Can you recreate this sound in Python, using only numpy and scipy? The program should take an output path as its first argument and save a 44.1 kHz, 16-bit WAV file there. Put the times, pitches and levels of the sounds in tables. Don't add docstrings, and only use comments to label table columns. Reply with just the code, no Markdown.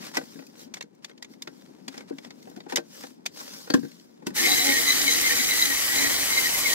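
import sys
import numpy as np
from scipy import signal
from scipy.fft import rfft, irfft, next_fast_len
from scipy.io import wavfile
from scipy.ndimage import uniform_filter1d, map_coordinates

SR = 44100
rng = np.random.default_rng(int(sys.argv[2]) if len(sys.argv) > 2 else 0)


def wav_record(signal):
    frames = np.transpose(np.atleast_2d(signal))
    bounded = np.clip(frames, -1, 1)
    quanta = np.round(bounded * 32767).astype(np.int16)
    wavfile.write(sys.argv[1], SR, quanta)


N = 297229
TRIGGER_S, TOP_HZ = 4.336, 15740

# time in seconds, shaft turns per second. The motor sags under load.
MOTOR_SPEED = [(4.4, 279), (4.52, 279.3), (4.62, 277), (4.68, 277.8), (4.78, 275.5), (4.87, 278),
               (5.0, 278), (5.25, 274), (5.55, 274.8), (5.9, 275), (6.07, 272.3), (6.25, 274.3),
               (6.47, 272.3), (6.74, 272.8)]
def drill(run_up_s=0.033, rasp_db=2, rasp_per_s=240):
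    run_up = 1 - np.exp(-since(TRIGGER_S) / run_up_s)
    speed_hz = curve(MOTOR_SPEED) * run_up * (1 + 0.0014 * wobble(30) + 0.0018 * wobble(250))
    shaft = 2 * np.pi * np.cumsum(speed_hz) / SR
    carrier = shaft / 3 + wobble(16)
    teeth = grainy(500, 3.3)
    stick_slip = amp(rasp_db * wobble(rasp_per_s))
    rasp = unit(stick_slip * (1 + 0.13 * np.cos(carrier)) * (1 + 0.15 * np.cos(shaft + wobble(40))))
    motor = drive(-32, 0.12) * (fan(shaft) + housing(teeth, rasp, shaft, speed_hz[-1]))
    cutting = rasp * (gears(teeth) + grabs() + chatter(teeth)) + squeaks()
    return motor + bore() + waver(cutting + console(teeth, shaft) + bites())

# time in seconds, push on the bit in dB.
PUSH = [(4.37, -38.5), (4.47, -33.5), (4.57, -37), (4.76, -35), (4.84, -40.5), (4.9, -39.5), (5.0, -36.5),
        (5.05, -40.5), (5.1, -36.5), (5.21, -38), (5.3, -39), (5.66, -41), (5.8, -44.5), (5.87, -45),
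        (6.0, -37), (6.08, -40), (6.24, -45.5), (6.37, -40), (6.46, -40), (6.51, -45.5), (6.61, -43.5),
        (6.68, -39.5)]
def drive(mean_push_db, db_per_db, unsteady_db=0):
    return running() * amp(mean_push_db + db_per_db * about_mean(PUSH) + unsteady_db * wobble(9.2))

def running(rise_s=0.03):
    return 1 - np.exp(-(since(TRIGGER_S) / rise_s) ** 2)

# frequency in Hz, noise density in dB.
FAN_SPECTRUM = [(15, -48), (25, -13), (199, -9.5), (268, -26), (652, -11), (1280, -7.5), (1600, -7),
                (2080, -4.5), (2720, -9), (3970, -9.5), (4300, -7), (5100, -7), (6280, -4), (6750, -7),
                (7500, -5), (9410, -7.5), (12300, -6), (14100, -6), (15700, -10.5)]
def fan(shaft):
    air = grainy(900, 0.41) * (1 + 0.014 * np.cos(shaft)) * amp(1.2 * wobble(50))
    return amp(3.5) * moving_echoes(coloured(air, FAN_SPECTRUM), bins=2, frames=10, calm_hz=11000)

# frequency in Hz, width in Hz, level in dB.
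HOUSING_MODES = [(3040, 66, 2.5), (3340, 200, -5.5), (3696, 160, -1), (4480, 240, -1.5), (4980, 340, -2),
                 (5470, 310, -3), (6240, 160, -1.5), (7780, 530, -7)]
# multiple of shaft speed, level in dB.
WHINE_ORDERS = [(4.12, -23.5), (11, -18.5), (16.95, -14.5), (24.6, -35), (25.8, -21), (28.8, -19.5),
                (31.8, -30), (40.7, -32), (45.5, -26), (49.4, -24)]
def housing(teeth, rasp, shaft, final_speed_hz):
    whirr = amp(-3.5) * rasp * resonate(teeth, HOUSING_MODES)
    whirr += amp(-13) * gear_mesh(shaft / (6 * np.pi), final_speed_hz / 3)
    return whirr * amp(0.56 * about_mean(PUSH)) + tones(shaft, WHINE_ORDERS) * amp(2.9 * wobble(10))

# frequency in Hz, level per line in dB.
MESH_SPECTRUM = [(1500, -23), (2500, -9), (3300, 5), (4200, -5), (5200, -4), (6300, 2), (7500, -11),
                 (10000, -38)]
def gear_mesh(turns, carrier_hz, spread_db=6, size=4096):
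    hz = np.arange(size // 2 + 1) * carrier_hz
    lines = amp(along(MESH_SPECTRUM, hz) + spread_db * rng.standard_normal(len(hz)))
    lines *= (hz > 0) & (hz < TOP_HZ)
    one_turn = irfft(lines * np.exp(2j * np.pi * rng.random(len(hz))))
    return unit(np.interp(turns, np.arange(size) / size, one_turn, period=1))

# frequency in Hz, width in Hz, level in dB.
LOW_GEAR_MODES = [(1879, 48, 0)]
HIGH_GEAR_MODES = [(2002, 62, -3), (2120, 100, -1.5), (2235, 190, -5.5)]
def gears(teeth):
    low = drive(-40.5, 0.6, unsteady_db=2) * sustained(teeth, LOW_GEAR_MODES, span_s=0.049)
    high = drive(-36.5, 0.63, unsteady_db=2) * sustained(teeth, HIGH_GEAR_MODES, span_s=0.037)
    return low + high

# middle in seconds, half length in seconds, pitch in Hz, level in dB, glide in Hz per second.
GRABS = [(4.4, 0.026, 1833, -30.5, 0), (4.455, 0.023, 2250, -34, 0), (4.461, 0.023, 2100, -25.5, -300),
         (4.524, 0.021, 2115, -26, -500), (4.594, 0.024, 2080, -28, -800), (4.66, 0.033, 2035, -37, -700),
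         (4.697, 0.026, 2140, -28, 600), (4.743, 0.043, 1890, -26.5, -200),
         (4.784, 0.022, 2120, -28.5, -400), (4.891, 0.035, 2025, -25.5, -700),
         (4.99, 0.036, 1995, -39, -200), (5.087, 0.017, 2150, -26, -5000), (5.165, 0.041, 2005, -37, -700),
         (5.264, 0.026, 2095, -28, -500), (5.312, 0.018, 1860, -25.5, 1200), (5.41, 0.03, 2025, -31, -2),
         (5.51, 0.025, 2110, -29.5, -500), (5.534, 0.028, 1990, -33, -500), (5.628, 0.038, 2020, -29, 0),
         (5.718, 0.02, 1890, -31, 0), (5.915, 0.033, 1940, -31.5, 803), (5.995, 0.025, 2050, -29.5, -2500),
         (6.059, 0.027, 1925, -29, -2500), (6.323, 0.021, 2115, -32, 0), (6.381, 0.022, 2110, -25.5, -2200),
         (6.441, 0.017, 2060, -32.5, 0), (6.468, 0.024, 1875, -30.5, -1200),
         (6.552, 0.014, 2090, -30, -2000), (6.666, 0.016, 2140, -21.5, -5000),
         (6.722, 0.017, 1900, -29, -2500)]
def grabs(tremble_hz=27.2):
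    out, t = np.zeros(N), np.arange(N) / SR
    tremble = tremble_hz * wobble(160)
    for s, half_s, hz, db, glide in GRABS:
        near = np.abs(t - s) < 3 * half_s
        age = t[near] - s
        phase = 2 * np.pi * np.cumsum(hz + glide * age + tremble[near]) / SR
        out[near] += np.sqrt(2) * amp(db) * np.exp(-(age / half_s) ** 2) * np.sin(phase)
    return out

# frequency in Hz, width in Hz, level in dB. Main mode first.
BIT_MODES = [(3982, 48, 1), (3740, 120, -10.5), (6300, 230, -9.5), (13600, 280, -18)]
# time in seconds, squeak peak in dB.
CATCHES = [(4.49, -25), (4.5138, -22), (4.522, -28), (4.534, -23.5), (4.592, -24), (4.868, -32),
           (4.885, -20), (4.903, -21), (4.92, -23.5), (5.091, -25), (5.1213, -20.5), (5.392, -31),
           (5.4058, -26), (5.5084, -24.5), (5.622, -18), (5.9862, -22), (6.334, -27), (6.375, -26.5)]
def chatter(teeth, surge_db=-11, half_s=0.042):
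    surges = np.sqrt(sum((amp(db + surge_db) * swell(s, half_s)) ** 2 for s, db in CATCHES))
    gain = np.hypot(drive(-38.5, 0.84, unsteady_db=2), surges)
    return gain * sustained(teeth, BIT_MODES, span_s=0.042)

def squeaks(rise_s=0.0042):
    out, t = np.zeros(N + SR), np.arange(SR // 20) / SR
    envelope = (t / rise_s) ** 2 * np.exp(2 - 2 * t / rise_s)
    for s, db in CATCHES:
        hz = BIT_MODES[0][0] * rng.normal(1, 0.0069)
        out[round(s * SR):][:len(t)] += amp(db) * envelope * np.sin(2 * np.pi * hz * t)
    return out[:N]

# frequency in Hz, width in Hz, level in dB.
CONSOLE_MODES = [(255, 63, 1.5), (356, 35, 3.5), (459, 43, 2), (566, 39, -5), (745, 44, -4.5)]
# multiple of shaft speed, level in dB.
HUM_ORDERS = [(1, -12), (2, -20), (3, -18.5)]
def console(teeth, shaft):
    ring = amp(-4.5) * sustained(teeth, CONSOLE_MODES, span_s=0.12)
    hum = tones(shaft, HUM_ORDERS) * amp(5.9 * wobble(22))
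    return drive(-41, 1) * (ring + hum)

# start in seconds, length in seconds, pitch in Hz, level in dB.
BITES = [(4.36, 0.035, 848, -40.5), (4.413, 0.036, 341, -37), (4.457, 0.087, 816, -39),
         (4.46, 0.087, 736, -39), (4.597, 0.08, 730, -39.5), (4.684, 0.019, 355, -34.5),
         (4.76, 0.06, 473, -42), (4.863, 0.063, 276, -46), (4.998, 0.13, 277.4, -39),
         (5.295, 0.064, 490, -41.5), (5.391, 0.026, 253.5, -34), (5.95, 0.21, 274, -42.5)]
def bites():
    t = np.arange(N) / SR
    return sum(amp(db) * burst(s, length) * np.sin(2 * np.pi * hz * t) for s, length, hz, db in BITES)

# time in seconds, level in dB.
BORE_LEVEL = [(4.4, -64), (5.85, -62), (6.05, -42), (6.4, -45.5), (6.74, -45.5)]
# frequency in Hz, noise density in dB.
BORE_SPECTRUM = [(100, -7), (350, -7), (600, 0.5), (1100, 0), (1500, -12), (3000, -33)]
def bore():
    return running() * amp(curve(BORE_LEVEL)) * coloured(grainy(240, 2.5), BORE_SPECTRUM)

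def waver(x, sway_s=0.0001, per_s=16):
    n = np.arange(N)
    return np.interp(n + SR * sway_s * wobble(per_s), n, x)

# start in seconds, level in dB, hardness in dB per octave, spot pitch in Hz.
KNOCKS = [(0.168, -29, 0.5, 766), (0.177, -38, -5, 560), (0.211, -44.5, -4, 1610), (0.389, -45, -4, 2480),
          (0.421, -54, -2, 1890), (1.094, -56.5, -1.5, 1500), (1.472, -45, -1, 1870),
          (1.94, -47.5, -2, 2070), (1.975, -47, -7, 1300), (2.005, -48, -1.5, 2170),
          (2.106, -41, -10.5, 458), (2.471, -47.5, -6.5, 780), (2.513, -53, -6, 1490),
          (2.561, -56, 1, 1450), (2.572, -54.5, -1, 700), (2.663, -46.5, -6, 850), (2.695, -49, 0.5, 1750),
          (2.721, -35, -1.5, 966), (2.73, -39, -7, 624), (2.778, -32, -1.5, 600), (3.035, -43, -1.5, 1800),
          (3.41, -51, 0, 1090), (3.534, -60, 5, 1480), (3.673, -47, -2.5, 1470), (3.7, -32.5, -0.3, 4440),
          (3.737, -31, 1.5, 1670), (3.743, -34.5, -1, 1060), (4.222, -55, -4, 824), (4.266, -39, 2.5, 980),
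          (4.302, -59, 2, 1870)]
# start in seconds, level in dB.
THUDS = [(0.356, -34), (0.384, -47), (0.836, -41), (1.303, -46), (1.471, -42), (1.879, -37), (1.976, -38.5),
         (2.122, -36), (2.565, -39), (3.701, -24.5), (3.738, -26), (3.772, -27), (3.829, -29), (3.846, -29),
         (4.267, -27), (4.301, -37.5)]
# frequency in Hz, gain in dB.
KNOCK_COLOUR = [(280, -8), (600, -1.5), (2200, 4), (4200, -0.5), (9000, -5)]
THUD_COLOUR = [(150, 0), (280, -3.5), (560, -24.5), (2200, -22.5), (4200, -29), (9000, -44)]
def knocks(pivot_hz=600, thud_spot_hz=1610):
    out, blows = np.zeros(N + SR), []
    for s, db, hardness, spot_hz in KNOCKS:
        tilted = [(hz, gain_db + hardness * np.log2(hz / pivot_hz)) for hz, gain_db in KNOCK_COLOUR]
        blows.append((s, db, tilted, spot_hz))
    blows += [(s, db, THUD_COLOUR, thud_spot_hz) for s, db in THUDS]
    for s, db, colour, spot_hz in blows:
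        blow = panel_blow(colour, spot_hz)
        out[round(s * SR):][:len(blow)] += amp(db) * blow
    bass_cut = [(30, -21), (70, -12), (140, -2.5), (230, 0)]
    return filtered(out[:N], lambda hz: amp(along(bass_cut, hz)))

# frequency in Hz, level in dB, T60 in seconds.
PANEL_MODES = [(161, -9.5, 0.11), (211.3, -6, 0.11), (272, -0.5, 0.14), (329.4, 0.5, 0.11),
               (470, 0.5, 0.12), (590, -6, 0.079), (803, -3.5, 0.062), (980, -11, 0.025),
               (1440, -5.5, 0.052), (1544, -11, 0.11), (1884, -5, 0.058), (2143, 7.5, 0.014),
               (2550, -6, 0.04), (3090, -9.5, 0.035), (3610, 6, 0.016), (5340, 13.5, 0.013),
               (6340, 12, 0.015)]
# frequency in Hz, noise density in dB.
CRACK_SPECTRUM = [(100, -10), (400, 14), (1000, 3), (2500, -7), (5000, 0), (9000, -6.5), (16000, -11)]
def panel_blow(colour, spot_hz, give_s=0.0037, spot_db=15.5, ripple_hz=548):
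    t = np.arange(SR // 8) / SR
    ripple_db = -1.5 * rng.standard_normal(64)
    def crack_gain(f):
        spot = spot_db * np.exp(-((f / spot_hz - 1) / 0.076) ** 2)
        ripple = np.interp(f / ripple_hz, np.arange(64), ripple_db) * f / (f + 900)
        return amp(along(colour, f) + spot + ripple + along(CRACK_SPECTRUM, f))
    hz, db, t60_s = np.transpose(PANEL_MODES)
    gains = amp(db + along(colour, hz) + rng.normal(0, 3.57, len(hz)))
    pitch_hz = hz * (1 + rng.normal(0, 0.031, len(hz)))
    phase = 2 * np.pi * (pitch_hz[:, None] * t + rng.random((len(hz), 1)))
    ring = gains @ (np.sin(phase) * decay(t, t60_s[:, None]))
    noise = filtered(rng.standard_normal(len(t)), crack_gain)
    crack = noise * (decay(t, 0.021) + amp(-19) * decay(t, 0.11))
    return (amp(1.5) * ring + amp(18.5) * crack) * (1 - np.exp(-(t / give_s) ** 2))

# start in seconds, level in dB, brightness in dB per octave, three edge pitches in Hz.
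CLICKS = [(0.465, -54, 9, 2520, 4970, 7000), (0.738, -37, 1, 2254, 3500, 6000),
          (0.768, -48, -6, 2160, 3440, 5600), (0.807, -39, -2, 1910, 2700, 3750),
          (0.822, -46.5, 1, 2200, 4230, 6460), (0.947, -69, 9, 2240, 5740, 7100),
          (1.044, -39.5, -0.5, 3460, 3570, 4600), (1.111, -59, -5, 2120, 3300, 6000),
          (1.176, -57, -0.5, 2190, 3050, 4540), (1.223, -41, 0.5, 1920, 4710, 5030),
          (1.244, -49.5, -1.5, 2190, 3540, 6700), (1.335, -59, -3, 2140, 3600, 5030),
          (1.42, -39, 3, 3600, 4950, 5200), (1.472, -44.5, -3.5, 1900, 3600, 5020),
          (1.879, -37.5, 0, 2430, 3370, 4590), (1.976, -44.5, -1, 2280, 3490, 5230),
          (2.182, -44, -3.5, 2280, 3370, 4900), (2.245, -48.5, -3.5, 1920, 3370, 5300),
          (2.304, -48.5, -2.5, 2140, 3600, 4520), (2.424, -56.5, 5, 2080, 4200, 5800),
          (2.496, -58.5, 8, 3600, 7000, 12500), (2.602, -49.5, -6, 1970, 3800, 4540),
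          (2.757, -23.5, 4.5, 2010, 3690, 6030), (2.768, -27, -1, 2290, 3020, 5020),
          (3.26, -30.5, 1, 2500, 3510, 4670), (3.914, -56, 2, 2200, 2740, 4400),
          (3.995, -58.5, 3, 3030, 4430, 5960)]
# frequency in Hz, noise density in dB.
CLICK_SPECTRUM = [(100, -27), (260, -7), (500, -3), (900, -1.5), (1400, -4.5), (2100, 5.5), (2700, -1),
                  (3600, 1.5), (5200, 0), (7000, -0.5), (9000, -12), (15000, -16.5)]
def clicks(give_s=0.0039, pivot_hz=3500):
    out, t = np.zeros(N + SR), np.arange(SR // 10) / SR
    give = 1 - np.exp(-(t / give_s) ** 2)
    tick_decay = decay(t, 0.019) + amp(-24) * decay(t, 0.081)
    fixed_energy = lambda x: x / np.sqrt(np.sum(x ** 2) / (SR // 100))
    for s, db, brightness, *pitches in CLICKS:
        tilt_db = lambda f: brightness * np.log2(np.maximum(f, 500) / pivot_hz)
        noise = filtered(rng.standard_normal(len(t)), lambda f: amp(along(CLICK_SPECTRUM, f) + tilt_db(f)))
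        tick = amp(-1.5) * fixed_energy(noise * give * tick_decay)
        modes = sum(np.sin(2 * np.pi * (hz * t + rng.random())) for hz in pitches)
        ring = amp(-4.5) * fixed_energy(modes * give * decay(t, 0.026))
        out[round(s * SR):][:len(t)] += amp(db) * (tick + ring)
    return out[:N]

# middle in seconds, peak in dB, pitch in Hz, half length in seconds.
THUMPS = [(3.745, -11, 264, 0.0029), (4.276, -27.5, 360, 0.0037)]
def thumps(cab_hz=268, cab_db=5, cab_t60_s=0.11):
    t = np.arange(N) / SR
    push, across = np.zeros(N), np.zeros(N)
    for s, db, hz, half_s in THUMPS:
        push += amp(db) * swell(s, half_s) * np.cos(2 * np.pi * hz * (t - s))
        age = since(s - half_s)
        envelope = decay(age, cab_t60_s) * (1 - np.exp(-age / half_s))
        across += amp(db + cab_db) * envelope * np.sin(2 * np.pi * cab_hz * (s - t))
    return np.array([push + across, push - across])

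# frequency in Hz, level in dB, T60 in seconds.
WHEEL_MODES = [(174, -42, 0.63), (238, -24.5, 0.29), (277.5, -32, 0.3)]
def steering_wheel(bump_s=3.745, rise_s=0.028):
    t = since(bump_s)
    modes = sum(amp(db) * decay(t, t60) * np.sin(2 * np.pi * hz * t) for hz, db, t60 in WHEEL_MODES)
    return modes * (1 - np.exp(-(t / rise_s) ** 2))

# time in seconds, rubbing effort in dB.
GRIP = [(0.0, -47.5), (0.17, -53.5), (0.8, -54.5), (0.89, -61.5), (1.0, -58), (1.1, -57.5), (1.68, -53.5),
        (2.66, -53.5), (2.78, -57.5), (3.45, -54), (3.76, -58), (4.16, -56.5), (4.3, -47)]
# middle in seconds, half length in seconds, level in dB.
SWISHES = [(0.046, 0.062, -54), (0.275, 0.24, -58), (0.613, 0.038, -53), (1.322, 0.026, -63),
           (1.593, 0.14, -67), (1.942, 0.13, -69.5), (2.187, 0.054, -67), (2.473, 0.16, -65.5),
           (2.997, 0.1, -51.5), (3.398, 0.045, -48.5), (3.527, 0.13, -49.5), (3.81, 0.24, -59)]
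# start in seconds, length in seconds, level in dB.
SLIDES = [(0.004, 0.099, -47.5), (0.138, 0.053, -39.5), (0.59, 0.041, -73), (0.75, 0.04, -52.5),
          (1.022, 0.035, -61), (1.078, 0.039, -63), (1.899, 0.13, -56), (2.075, 0.036, -58),
          (2.221, 0.068, -57.5), (2.688, 0.061, -47), (3.021, 0.034, -51.5), (3.256, 0.011, -39.5),
          (3.392, 0.044, -60), (4.262, 0.012, -50)]
# frequency in Hz, noise density in dB.
RUB_SPECTRUM = [(18, -86), (30, -44), (135, -12), (167, -0.5), (260, 2.5), (642, -18), (779, -20),
                (981, -20), (1120, -28.5), (2160, -35.5), (2430, -36), (3000, -67), (3900, -54),
                (6600, -120)]
SCRAPE_SPECTRUM = [(60, -39), (300, -12), (800, 3.5), (2000, 2.5), (3000, -2), (5000, -0.5), (7500, -5.5),
                   (10000, -11.5), (16000, -17)]
SLEEVE_SPECTRUM = [(290, -19), (500, 0.5), (697, -13), (1040, -7.5), (1190, -13), (1500, -6.5), (2420, -12),
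                   (5420, -3), (9260, -13.5), (13700, -11), (15800, -14.5)]
def handling():
    grip_db = about_mean(GRIP)
    rub = amp(-55.5 + grip_db) * (1 - running())
    sleeve = amp(-88) + sum(amp(db) * swell(s, half_s) for s, half_s, db in SWISHES)
    slide = sum(amp(db) * burst(s, length_s) for s, length_s, db in SLIDES)
    hollow = amp(1.5) * coloured(grainy(70, 2.1), RUB_SPECTRUM)
    skin = amp(-16.5) * coloured(grainy(240, 2.7), SCRAPE_SPECTRUM)
    snags = (amp(-25 + 0.58 * grip_db) * rub + amp(-9.5) * np.hypot(sleeve, slide)) * crackle()
    cloth = coloured(grainy(200, 1.6), SLEEVE_SPECTRUM)
    cloth = amp(1) * moving_echoes(cloth, bins=4, frames=5, calm_hz=14000)
    scrape = coloured(grainy(400, 1.7), SCRAPE_SPECTRUM)
    return rub * (hollow + skin) + snags + sleeve * cloth + slide * scrape

def crackle(per_s=84, spread_db=8, t60_s=0.021):
    starts = (rng.random(N) < per_s / SR) * amp(spread_db * np.clip(rng.standard_normal(N), -2, 2))
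    envelope = signal.fftconvolve(starts, decay(np.arange(SR // 100) / SR, t60_s))[:N]
    return coloured(rng.standard_normal(N) * envelope, SCRAPE_SPECTRUM)

def moving_echoes(x, bins, frames, calm_hz, depth_db=3):
    hz, _, spectrum = signal.stft(x, SR, nperseg=512)
    field = rng.standard_normal(spectrum.shape)
    for _ in range(2):
        field = uniform_filter1d(uniform_filter1d(field, bins, axis=0), frames, axis=1)
    reach = hz / np.hypot(hz, 900) / (1 + (hz / calm_hz) ** 2)
    spectrum *= amp(depth_db * reach[:, None] * unit(field))
    return unit(signal.istft(spectrum, nperseg=512)[1][:N])

# frequency in Hz, share reaching the right ear first (negative: the left).
EAR_LAG = [(150, -0.25), (330, -0.65), (600, 1), (1100, 0), (2000, 0.75), (4500, 0.67), (6300, 0.0091),
           (8000, -.3), (11000, 0.13)]
def cab(source, width, lean):
    direct, scattered = source(), source()
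    size = lambda hz: amp(along(width, hz))
    balance = lambda hz: np.tanh(np.log(amp(along(lean, hz))))
    pan = lambda hz: np.clip(balance(hz) * (size(hz) + 1 / size(hz)) / 2, -0.9, 0.9)
    unpanned = lambda hz: size(hz) * np.sqrt(1 - pan(hz) ** 2)
    lag = lambda hz: np.clip(along(EAR_LAG, hz), -1, 1)
    side = filtered(direct, lambda hz: size(hz) * pan(hz) - 1j * unpanned(hz) * lag(hz))
    side += filtered(scattered, lambda hz: unpanned(hz) * np.sqrt(1 - lag(hz) ** 2))
    return np.array([direct + side, direct - side])

def amp(db):
    return 10 ** (np.asarray(db) / 20)

def unit(x):
    return x / np.sqrt(np.mean(x ** 2) + 1e-20)

def decay(t, t60_s):
    return amp(-60 * t / t60_s)

def since(s):
    return np.maximum(np.arange(N) / SR - s, 0)

def along(points, hz):
    f, value = np.transpose(points)
    return np.interp(np.log(hz + 1), np.log(f + 1), value)

def curve(rows):
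    return np.interp(np.arange(N) / SR, *np.transpose(rows))

def about_mean(rows):
    s, db = np.transpose(rows)
    return curve(rows) - np.interp(np.linspace(s[0], s[-1]), s, db).mean()

def swell(s, half_s):
    return np.exp(-np.minimum(((np.arange(N) / SR - s) / half_s) ** 2, 50))

def burst(s, length_s):
    return np.interp(np.arange(N) / SR, s + length_s * np.array([-0.1, 0.25, 0.75, 1.1]), [0, 1, 1, 0])

def wobble(per_s):
    knots = rng.standard_normal(int(N * per_s / SR) + 4)
    steps = np.arange(0, len(knots), 1 / 4)
    return np.interp(np.arange(N) * per_s / SR, steps, map_coordinates(knots, [steps]))

def grainy(per_s, depth_db):
    return unit(rng.standard_normal(N) * amp(depth_db * wobble(per_s)))

def tones(shaft, orders):
    return np.sqrt(2) * sum(amp(db) * np.sin(order * shaft) for order, db in orders)

def filtered(x, response):
    size = next_fast_len(len(x) + 8192)
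    return irfft(rfft(x, size) * response(np.fft.rfftfreq(size, 1 / SR)), size)[:len(x)]

def coloured(x, spectrum):
    return unit(filtered(x, lambda hz: amp(along(spectrum, hz))))

def resonate(x, modes):
    def response(f):
        return sum((-1) ** k * amp(db) * 1j * f * width / (hz * hz - f * f + 1j * f * width)
                   for k, (hz, width, db) in enumerate(modes))
    return unit(filtered(x, response))

def sustained(friction, modes, span_s):
    ring = resonate(friction, modes)
    power = np.abs(uniform_filter1d(ring ** 2, int(span_s * SR)))
    return unit(ring / np.sqrt(power + 0.1))

# frequency in Hz, side over mid in dB.
HAND_WIDTH = [(60, 1), (130, -5), (260, -1.5), (600, 6), (1200, 2.5), (2400, 2.5), (4400, 3.5), (8000, 1),
              (15000, 0)]
DRILL_WIDTH = [(60, -17), (95, -21), (150, -10), (240, 3.5), (380, 7.5), (600, 0), (950, -1.5),
               (1500, -2.5), (2380, 2.5), (3770, 2.5), (5980, 3), (9470, 2.5), (15000, -1.5)]
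# frequency in Hz, left over right in dB.
HAND_LEAN = [(60, 9), (200, 8.5), (380, 4.5), (700, 4.5), (1300, 2.5), (2400, 1), (4400, 2.5), (8000, 1.5),
             (15000, -2)]
DRILL_LEAN = [(60, 0.5), (110, 0.5), (200, 2.5), (380, -0.5), (700, 1.5), (1290, 2.5), (2380, 2), (4400, 1),
              (8120, 1.5), (15000, -1.5)]
def scene():
    hand = lambda: knocks() + clicks() + handling() + steering_wheel()
    return cab(hand, HAND_WIDTH, HAND_LEAN) + thumps() + cab(drill, DRILL_WIDTH, DRILL_LEAN)

def record(dry):
    low_pass = lambda hz: (1 - np.tanh((hz - TOP_HZ) / 90)) / 2
    return np.array([filtered(channel, low_pass) for channel in dry])

dry = scene()
out = record(dry)
wav_record(out)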